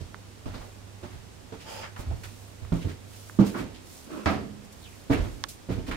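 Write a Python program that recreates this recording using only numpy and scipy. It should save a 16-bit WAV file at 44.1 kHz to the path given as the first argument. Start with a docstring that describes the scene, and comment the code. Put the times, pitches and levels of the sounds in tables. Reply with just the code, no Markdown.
"""Footfalls of someone walking through a boat cabin towards wooden stairs: each one bends a hollow floor panel
(damped modes), knocks boards and booms below (decaying noise). Soles scuff, slide, drag and squeak (grainy noise).
One hard knock rings a steel plate, perhaps the door: damped modes, a clang and a crack.
Clothes rustle as swells of bright noise, and dry plastic ticks pair a minimum-phase click with a short buzz.
Behind them lie steady air noise and an appliance's 100 Hz hum of wandering level, with a deep dip near 4 s."""
import sys
import numpy as np
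from scipy import signal
from scipy.fft import rfft, irfft, next_fast_len
from scipy.io import wavfile
from scipy.ndimage import map_coordinates

SR = 44100
rng = np.random.default_rng(int(sys.argv[2]) if len(sys.argv) > 2 else 0)


def generate_wav(sig):
    """Save sig (samples, or channels by samples) to the path in sys.argv[1] as 16-bit PCM at SR."""
    pcm = np.round(np.clip(np.atleast_2d(sig).T, -1, 1) * 32767).astype(np.int16)
    wavfile.write(sys.argv[1], SR, pcm)


N = 262836

# footfalls of heel or toe, levels before the trim of each layer: (time [s], hollow boom [dB], boards [dB],
# heel knock [dB], contact time over which the sole takes the weight [s], panel pitch [Hz], panel gain [dB])
FOOTFALLS = [(.004, -35.5, -47.5, -55, 0.0017, 86, -45), (.456, -31.5, -41.5, -42, 0.0013, 100, -40),
             (.535, -39.5, -44.5, -43, 0.0067, 34, -39), (1.028, -41.5, -45.5, -42.5, 0.0044, 360, -33),
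             (1.13, -39.5, -53.5, -54.5, .009, 69.7, -42), (1.522, -53, -43, -44, 0.00068, 444, -36.5),
             (1.990, -34.5, -45, -43, 0.0018, 99, -42), (2.060, -31.5, -48.5, -51.5, 0.0047, 74.3, -22.5),
             (2.100, -31, -43.5, -49, 0.0043, 40, -31.5), (2.619, -36.5, -58, -56, 0.0011, 76, -38.5),
             (2.7205, -24.5, -28.5, -37, 0.00093, 167.6, -16.5),
             (2.8464, -34, -33.5, -50, 0.0012, 91.5, -25), (3.387, -33, -20, -29.5, 0.0054, 199.7, -5.5),
             (3.548, -52, -35, -39.5, 0.0075, 348, -29), (3.59, -40.5, -33, -46, 0.014, 234, -34),
             (5.0966, -25.5, -22, -28, 0.01, 279.3, -11.5), (5.159, -29.5, -39, -39, 0.022, 45.3, -25.5),
             (5.687, -30, -30.5, -38.5, 0.0066, 117, -22), (5.768, -33.5, -37, -50, 0.0087, 178, -31),
             (5.875, -39, -34, -41, .014, 43, -29.5)]
# spectrum of a sharp crack or snap: (frequency [Hz], level [dB])
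SNAP_SPECTRUM = [(150, -27), (600, -12.5), (1000, -2), (1400, -1.5), (2200, -5), (2700, -13), (3300, -2),
                 (5800, -4), (7600, -13), (15000, -35)]


def amp(db):
    """The decibel law: level to amplitude ratio."""
    return 10 ** (np.asarray(db) / 20)


def unit(x):
    """Normalization by signal power: scale to rms 1."""
    return x / np.sqrt(np.mean(x ** 2) + 1e-20)


def struck(x):
    """Normalization by onset power: scale a blow to rms 1 over its first 40 ms."""
    onset = x[..., :SR // 25]
    return x / np.sqrt(np.mean(onset ** 2) + 1e-20)


def along(points, hz):
    """Interpolation of (frequency [Hz], value) points on a logarithmic frequency axis."""
    f, v = np.transpose(points)
    return np.interp(np.log(hz + 1), np.log(f + 1), v)


def level(rows):
    """Envelope linear in decibels through (time [s], level [dB]) rows, -120 dB outside them."""
    s, db = np.transpose(rows)
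    return amp(np.interp(np.arange(N) / SR, s, db, left=-120, right=-120))


def add(track, s, sound):
    """Superposition: mix a sound into the track from time s."""
    start = max(round(s * SR), 0)
    part = sound[..., :N - start]
    track[:, start:start + part.shape[-1]] += part


def filtered(x, response):
    """Linear filtering: multiply the spectrum by a function of frequency."""
    n = x.shape[-1]
    padded = next_fast_len(n + SR // 4)
    spectrum = rfft(x, padded) * response(np.fft.rfftfreq(padded, 1 / SR))
    return irfft(spectrum, padded)[..., :n]


def noise(gain, size):
    """Partial coherence: stereo noise of rms 1 whose left-right correlation depends on frequency."""
    # (frequency [Hz], left-right correlation [-1 to 1])
    correlation = [(60, 0.42), (250, 0.078), (500, 0.18), (1000, 0.021), (3000, 0.12), (10000, 0.18)]

    def mid_side_gain(hz):
        # mid cos(a) and side sin(a) give a left-right correlation of cos(2a)
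        angle = np.arccos(np.clip(along(correlation, hz), -1, 1)) / 2
        return gain(hz) * np.array([np.cos(angle), np.sin(angle)])

    mid, side = filtered(rng.standard_normal((2, size)), mid_side_gain)
    return unit(np.array([mid + side, mid - side]))


def colour(points):
    """Spectral shaping: gain function of a (frequency [Hz], level [dB]) spectrum."""
    return lambda hz: amp(along(points, hz))


def grain(rate, depth_db, size):
    """Stick and slip: random gain of rms 1 of a surface that catches and lets go, rate times a second."""
    knots = rng.standard_normal(size // 8)
    swing = map_coordinates(knots, [np.arange(size) * rate / SR], mode="wrap")
    return unit(amp(depth_db * swing))


def ring(modes, t, scatter_db):
    """Modal superposition: damped sines of alternating sign, struck at new strengths each time."""
    total = 0
    for k, (hz, db, t60) in enumerate(modes):
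        decay = amp(db + scatter_db * rng.normal() - 60 * t / t60)
        total = total + (-1) ** k * decay * np.sin(2 * np.pi * hz * t)
    return total


def burst(spectrum, t, rise, t60, tail_db, tail_t60):
    """Two-slope decay: dense resonances that die fast, and the slower answer of the cabin."""
    decay = amp(-60 * t / t60) + amp(tail_db - 60 * t / tail_t60)
    envelope = (1 - np.exp(-t / rise)) * decay
    return struck(noise(colour(spectrum), len(t)) * envelope)


def impulse(gain, size):
    """Minimum phase: the most compact causal click with this spectrum, peak 1, by folding the cepstrum."""
    cepstrum = irfft(np.log(gain(np.fft.rfftfreq(size, 1 / SR))), size)
    cepstrum[1:size // 2] *= 2
    cepstrum[size // 2:] = 0
    click = irfft(np.exp(rfft(cepstrum)), size)
    return click / np.abs(click).max()


def weight_db(heel_db):
    """Compressive power law: grit and rustle grow 0.71 dB per dB of heel knock, about -38.5 dB."""
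    return -38.5 + 0.71 * (heel_db + 38.5)


def air():
    """Stationary broadband noise: the steady air of the cabin."""
    # (frequency [Hz], level [dB])
    air_spectrum = [(20, -14.5), (42, -10.5), (68, -2), (100, -7.5), (150, -11), (207, -8.5), (427, -14.5),
                    (857, -19), (1540, -23.5), (2540, -25), (4550, -27.5), (7950, -30), (15500, -44)]
    return amp(-49.5) * noise(colour(air_spectrum), N)


def hum():
    """Magnetic force follows current squared: a transformer hums at twice the mains frequency."""
    # level before a 3.5 dB cut: (time [s], level [dB])
    hum_level = [(0, -48.5), (.9, -42), (1.5, -50.5), (2, -41.5), (2.5, -44), (3.4, -43), (3.7, -43.5),
                 (4, -70), (4.7, -50.5), (5.96, -57)]
    phase = 2 * np.pi * 100 * np.arange(N) / SR
    tone = np.sin(phase) + amp(-34) * np.sin(2 * phase)
    return amp(-3.5) * level(hum_level) * tone


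def swish(s, length):
    """Unequal Gaussian halves: gain of one stroke of cloth, a smooth rise and a slower fall."""
    rise_share = 0.39
    t = np.arange(N) / SR - s
    width = length * np.where(t < 0, rise_share, 1 - rise_share)
    return np.exp(-(t / width) ** 2 / 2)


def clothes():
    """Friction noise, powers added: fabric rustles with sleeves, after each footfall and when it snaps taut."""
    # sleeves brush past the microphone: (time of the peak [s], length [s], level [dB])
    swishes = [(.63, 0.15, -60), (1.73, .11, -49), (2.0, 0.038, -50), (2.32, 0.33, -56.5),
               (2.78, 0.13, -57), (3.2, 0.23, -51.5), (3.485, 0.077, -50), (3.59, 0.044, -51),
               (3.94, 0.16, -50), (4.15, 0.093, -56), (4.29, 0.1, -52), (4.65, .02, -58),
               (4.73, 0.019, -53), (4.87, 0.24, -56), (5.135, 0.028, -45.5), (5.27, 0.27, -57)]
    # fabric snaps taut: (time [s], level [dB])
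    flicks = [(2.236, -63), (5.484, -38)]
    # (frequency [Hz], level [dB])
    fabric = [(800, -30), (2500, -1), (6000, 4.5), (9000, 3.5), (13000, 0), (16000, -1.5)]
    rest_db = -65  # clothes never lie quite still
    lag_s, length_s, jostle_db = 0.02, 0.022, -20.5  # each footfall shakes the clothes a little later
    flick_rise_s, flick_t60_s = 0.0023, 0.22

    strokes = list(swishes)
    for s, _, _, heel_db, *_ in FOOTFALLS:
        strokes.append((s + lag_s, length_s, weight_db(heel_db) + jostle_db))
    power = amp(rest_db) ** 2
    for s, length, db in strokes:
        power = power + (amp(db) * swish(s, length)) ** 2
    out = np.sqrt(power) * noise(colour(fabric), N) * grain(200, 1.15, N)

    t = np.arange(SR // 2) / SR
    for s, db in flicks:
        envelope = amp(db - 60 * t / flick_t60_s) * (1 - np.exp(-t / flick_rise_s))
        add(out, s, envelope * noise(colour(fabric), len(t)))
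    return out


def ticks():
    """Impulse response of a light shell: dry plastic snaps near the microphone, with a buzz of the casing."""
    # (time [s], snap peak before panning [dB], left minus right [dB], slope above 1600 Hz [dB per octave])
    tick_rows = [(0.1447, -28.5, -7.5, -15), (2.650, -37, -7, -14), (3.297, -32, -8.5, -22),
                 (5.4393, -12, -10.5, -0.5)]
    # plastic casing: (frequency [Hz], level [dB])
    shell_spectrum = [(200, -50), (550, -1), (950, 7), (1400, 11), (2200, -1), (3500, 1), (7000, -30),
                      (15000, -55)]
    out, t = np.zeros((2, N)), np.arange(SR // 10) / SR
    for s, db, pan_db, slope_db in tick_rows:
        def dulled(points):
            return lambda hz: amp(along(points, hz) + slope_db * np.log2(np.maximum(hz / 1600, 1)))

        snap = impulse(dulled(SNAP_SPECTRUM), size=len(t))
        shell = amp(-16) * noise(dulled(shell_spectrum), len(t)) * amp(-60 * t / 0.028)
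        pan = amp(np.array([[.5], [-.5]]) * pan_db)
        add(out, s, amp(db) * (snap + shell) * pan)
    return out


def squeak():
    """Stick-slip oscillation: rubber twists on the floor, a rough narrow band that falls in pitch."""
    # (time [s], frequency [Hz], level [dB])
    glide = [(4.801, 4330, -72), (4.83, 3980, -58), (4.865, 2965, -51.5), (4.90, 2590, -63),
             (4.96, 2270, -60)]
    s, hz, db = np.transpose(glide)
    phase = 2 * np.pi * np.cumsum(np.interp(np.arange(N) / SR, s, hz)) / SR
    # low noise multiplies the sine and spreads it into a band
    rough = noise(colour([(150, -3), (400, -1), (1200, -26), (3000, -75)]), N)
    return level(np.transpose([s, db])) * unit(rough * np.sin(phase))


def scuffs():
    """Intermittent friction: soles catch on the floor in short grainy swells."""
    # (time of the peak [s], rise [s], level [dB], centre [Hz], width [octaves])
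    scuff_rows = [(.012, .011, -53.5, 4050, 0.69), (0.547, 0.066, -49, 1050, 1.1),
                  (.548, .008, -49.5, 4170, 0.31), (.62, .02, -43.5, 630, 0.83),
                  (1.135, 0.035, -54.5, 1190, 1.4), (1.619, 0.035, -48, 2700, 0.98),
                  (1.844, 0.029, -40.5, 1480, 0.58), (1.963, 0.0021, -42.5, 1048, 0.93),
                  (2.112, 0.00196, -43, 730, .26), (2.236, 0.0021, -40.5, 1500, 1.6),
                  (2.824, 0.019, -47.5, 2540, 0.75), (2.894, 0.018, -44.5, 1500, 1.3),
                  (3.134, .0042, -54, 3030, .78), (3.47, 0.023, -40.5, 2348, 1.7),
                  (3.547, .007, -35.5, 1210, .5), (3.598, .045, -39, 1290, 1),
                  (3.748, .0073, -49, 3260, 0.64), (5.134, 0.023, -32, 1840, 0.59),
                  (5.254, 0.037, -44, 830, 1), (5.725, 0.019, -44, 1590, 1.3),
                  (5.882, 0.024, -42.5, 1510, 1.34), (5.913, .002, -33, 1420, 0.77)]
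    t60_s, catches_per_s, catch_db = 0.26, 326, 1.1
    out, t = np.zeros((2, N)), np.arange(SR // 2) / SR
    for s, rise, db, centre_hz, octaves in scuff_rows:
        def hump(hz):
            return (1 + (np.log2((hz + 1) / centre_hz) / octaves) ** 2 / 2) ** -1.6

        envelope = np.minimum(t / rise, 1) * amp(db - 60 * np.maximum(t - rise, 0) / t60_s)
        scuff = envelope * noise(hump, len(t)) * grain(catches_per_s, catch_db, len(t))
        add(out, s - rise, scuff)
    return out


def slide():
    """Friction exciting resonators: a sole slides over the floor, resonant noise over a broad rasp."""
    # gain of the resonant and rasping noise: (time [s], level [dB])
    slide_level = [(1.64, -59), (1.652, -57), (1.666, -46.5), (1.72, -41.5), (1.808, -42.5), (1.842, -41.5),
                   (1.9, -54.5)]
    # resonances: (frequency [Hz], bandwidth [Hz], level [dB])
    resonances = [(558, 85, 2.5), (878, 32, 6.5), (1310, 280, -8), (1970, 320, -11), (2300, 300, -8),
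                  (3130, 380, -7.5), (4890, 290, -6.5), (6840, 1600, -23)]
    # (frequency [Hz], level [dB])
    rasp_spectrum = [(200, 6), (500, 3), (1500, -1), (3500, -10), (7000, -8), (15000, -36)]

    def sole(hz):
        total = 0
        for k, (centre, width, db) in enumerate(resonances):
            damping = 1j * hz * width
            total = total + (-1) ** k * amp(db) * damping / (centre * centre - hz * hz + damping)
        return total

    rubbing = noise(sole, N) + amp(-5) * noise(colour(rasp_spectrum), N)
    return level(slide_level) * rubbing * grain(350, 0.78, N)


def drag():
    """Friction-driven vibration: a foot drags and shakes the boards."""
    # (time [s], level [dB])
    drag_level = [(4.06, -57), (4.10, -44.5), (4.125, -38.5), (4.2, -36.5), (4.25, -44), (4.3, -57)]
    # (frequency [Hz], level [dB])
    drag_spectrum = [(59, -58), (100, -29), (208, -7), (283, -1.5), (449, -15.5), (624, -13), (700, -22.5),
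                     (1300, -17), (2180, -31), (2650, -25.5), (2860, -31.5), (10000, -45), (13000, -72),
                     (22000, -120)]
    return level(drag_level) * noise(colour(drag_spectrum), N) * grain(140, 1.0, N)


def steel_plate():
    """Modal ringing with frequency-dependent damping: a hard knock gives plate modes, a clang and a crack."""
    # plate modes: (frequency [Hz], level [dB], decay time t60 [s])
    plate_modes = [(83, 2, 0.36), (206.5, -6.5, 1), (284, -5.5, 0.6), (660, -5.5, 0.41), (749, -5, 0.24),
                   (743, -6.5, 0.32), (985, -10.5, 0.34), (1140, -18, .28), (1217, -10, 0.32),
                   (1306, -7.5, 0.27), (1610, -12.5, 0.32), (1800, -18, 0.28), (2040, -22, 0.21),
                   (2230, -23, .22), (2630, -16, 0.32)]
    # (frequency [Hz], level [dB])
    clang_spectrum = [(40, -25), (80, -8), (150, -8.5), (290, -9.5), (530, -11.5), (740, -7), (900, -13.5),
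                      (1290, -9.5), (1520, -19), (1750, -13.5), (3500, -27), (4800, -28), (8000, -43),
                      (15500, -64)]
    # decay of the clang, longest in the bass: (frequency [Hz], decay time t60 [s])
    cabin_decay = [(60, 0.98), (250, 0.91), (700, 0.42), (2000, 0.42), (6000, 0.46), (15000, .2)]
    knock_s, plate_rise_s, crack_t60_s = 4.2585, 0.0026, 0.025
    out, t = np.zeros((2, N)), np.arange(SR) / SR

    # each frequency bin of the clang decays at its own rate
    hz, frames, z = signal.stft(noise(colour(clang_spectrum), SR), SR, nperseg=256)
    decay = amp(-60 * frames / along(cabin_decay, hz)[:, None])
    clang = signal.istft(z * decay, SR, nperseg=256)[1][:, :SR]
    plate = ring(plate_modes, t, scatter_db=1) * (1 - np.exp(-t / plate_rise_s))
    crack = noise(colour(SNAP_SPECTRUM), SR) * amp(-60 * t / crack_t60_s)
    knock = amp(-24) * struck(clang) + amp(-25.5) * struck(plate) + amp(-34) * crack
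    add(out, knock_s, knock)
    return out


def panel(t, hz, contact):
    """Bending modes of a plate: the floor panel underfoot rings, the lower its pitch, the longer."""
    # (multiple of the panel pitch [ratio], level [dB], share of the panel t60 [ratio])
    mode_rows = [(.42, -18, 1.3), (.65, -10, 1.1), (.77, -13, 1.1), (1, 0.5, 1.44), (1.615, -9.5, 1.36),
                 (2.17, -24.5, 1.9), (3.3, -28, 0.89)]
    t60 = 0.15 * (200 / hz) ** 0.52  # 0.15 s for a panel of 200 Hz
    modes = [(multiple * hz, db, share * t60) for multiple, db, share in mode_rows]
    # the panel bends over 1.53 contact times
    return ring(modes, t, scatter_db=2.0) * (1 - np.exp(-t / (1.53 * contact)))


def footsteps():
    """Impact excitation: each footfall bends a panel, knocks boards, booms in the hollow and crushes grit."""
    # boards and the space under them: (frequency [Hz], level [dB], decay time t60 [s])
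    board_modes = [(116.8, 3.5, 0.29), (164.2, -14, 0.66), (184.7, 2, 0.36), (208.5, -3, 0.24),
                   (249.8, 1.5, 0.37), (282.6, 1.5, 0.39), (328.8, -3.5, 0.27), (375, -9, 0.26),
                   (426, -11.5, 0.35), (469.3, -5.5, 0.24), (496, -14.5, 0.35), (655, -8.5, .25),
                   (900, -15, 0.46), (1087, -18, 0.32)]
    # spectra of the noise layers, each: (frequency [Hz], level [dB])
    boom_spectrum = [(20, -23), (40, -3.5), (62, -8.5), (85, -2.5), (120, -10), (170, -17), (400, -69),
                     (900, -120)]
    wood_spectrum = [(70, -55), (130, -15), (200, 0.5), (320, 3), (460, -3), (650, -13), (1500, -56),
                     (4000, -120)]
    heel_spectrum = [(200, -83), (450, -1), (650, 0.5), (950, -4), (1400, -6.5), (2200, -39), (6000, -68)]
    grit_spectrum = [(600, -53), (1500, 5), (2800, 2.5), (5000, -3.5), (9000, -15), (16000, -57.5)]
    boom_trim, board_trim, wood_trim, heel_trim, grit_trim = -3.5, -5, -4, -4, -12  # dB
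    out, t = np.zeros((2, N)), np.arange(SR) / SR
    for s, boom_db, board_db, heel_db, contact, panel_hz, panel_db in FOOTFALLS:
        boom = burst(boom_spectrum, t, 2 * contact, t60=0.26, tail_db=-15.5, tail_t60=1.0)
        boards = struck(ring(board_modes, t, scatter_db=1.5) * (1 - np.exp(-t / contact)))
        wood = burst(wood_spectrum, t, contact, t60=0.21, tail_db=-9.5, tail_t60=0.81)
        heel = burst(heel_spectrum, t, contact, t60=0.25, tail_db=-15, tail_t60=0.61)
        grit = burst(grit_spectrum, t, contact, t60=0.33, tail_db=4, tail_t60=0.69)
        grit = grit * grain(389, 1.0, len(t))

        step = amp(panel_db) * panel(t, panel_hz, contact)
        step = step + amp(boom_db + boom_trim) * boom
        step = step + amp(board_db + board_trim) * boards
        step = step + amp(board_db + wood_trim) * wood
        step = step + amp(heel_db + heel_trim) * heel
        step = step + amp(weight_db(heel_db) + grit_trim) * grit
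        add(out, s, step)
    return out


def scene():
    """Interaural level and time difference: all sounds, stronger on the right but earlier on the left."""
    # (frequency [Hz], level by which the left side is weaker [dB])
    lean = [(30, 4.5), (120, 6.5), (250, 6), (600, 3.5), (4000, 2.5), (12000, 1.5)]
    left_lead_s = 0.00004
    sound = air() + hum() + clothes() + ticks() + squeak()
    sound = sound + scuffs() + slide() + drag() + steel_plate() + footsteps()
    sides = np.array([[-.5], [.5]])

    def placed(hz):
        delay = np.exp(-2j * np.pi * hz * sides * left_lead_s)
        return amp(sides * along(lean, hz)) * delay

    return filtered(sound, placed)


def record(dry):
    """Band limiting: a steep low-pass at 15.8 kHz."""
    return filtered(dry, lambda hz: 1 / (1 + (hz / 15800) ** 200))


dry = scene()
out = record(dry)
generate_wav(out)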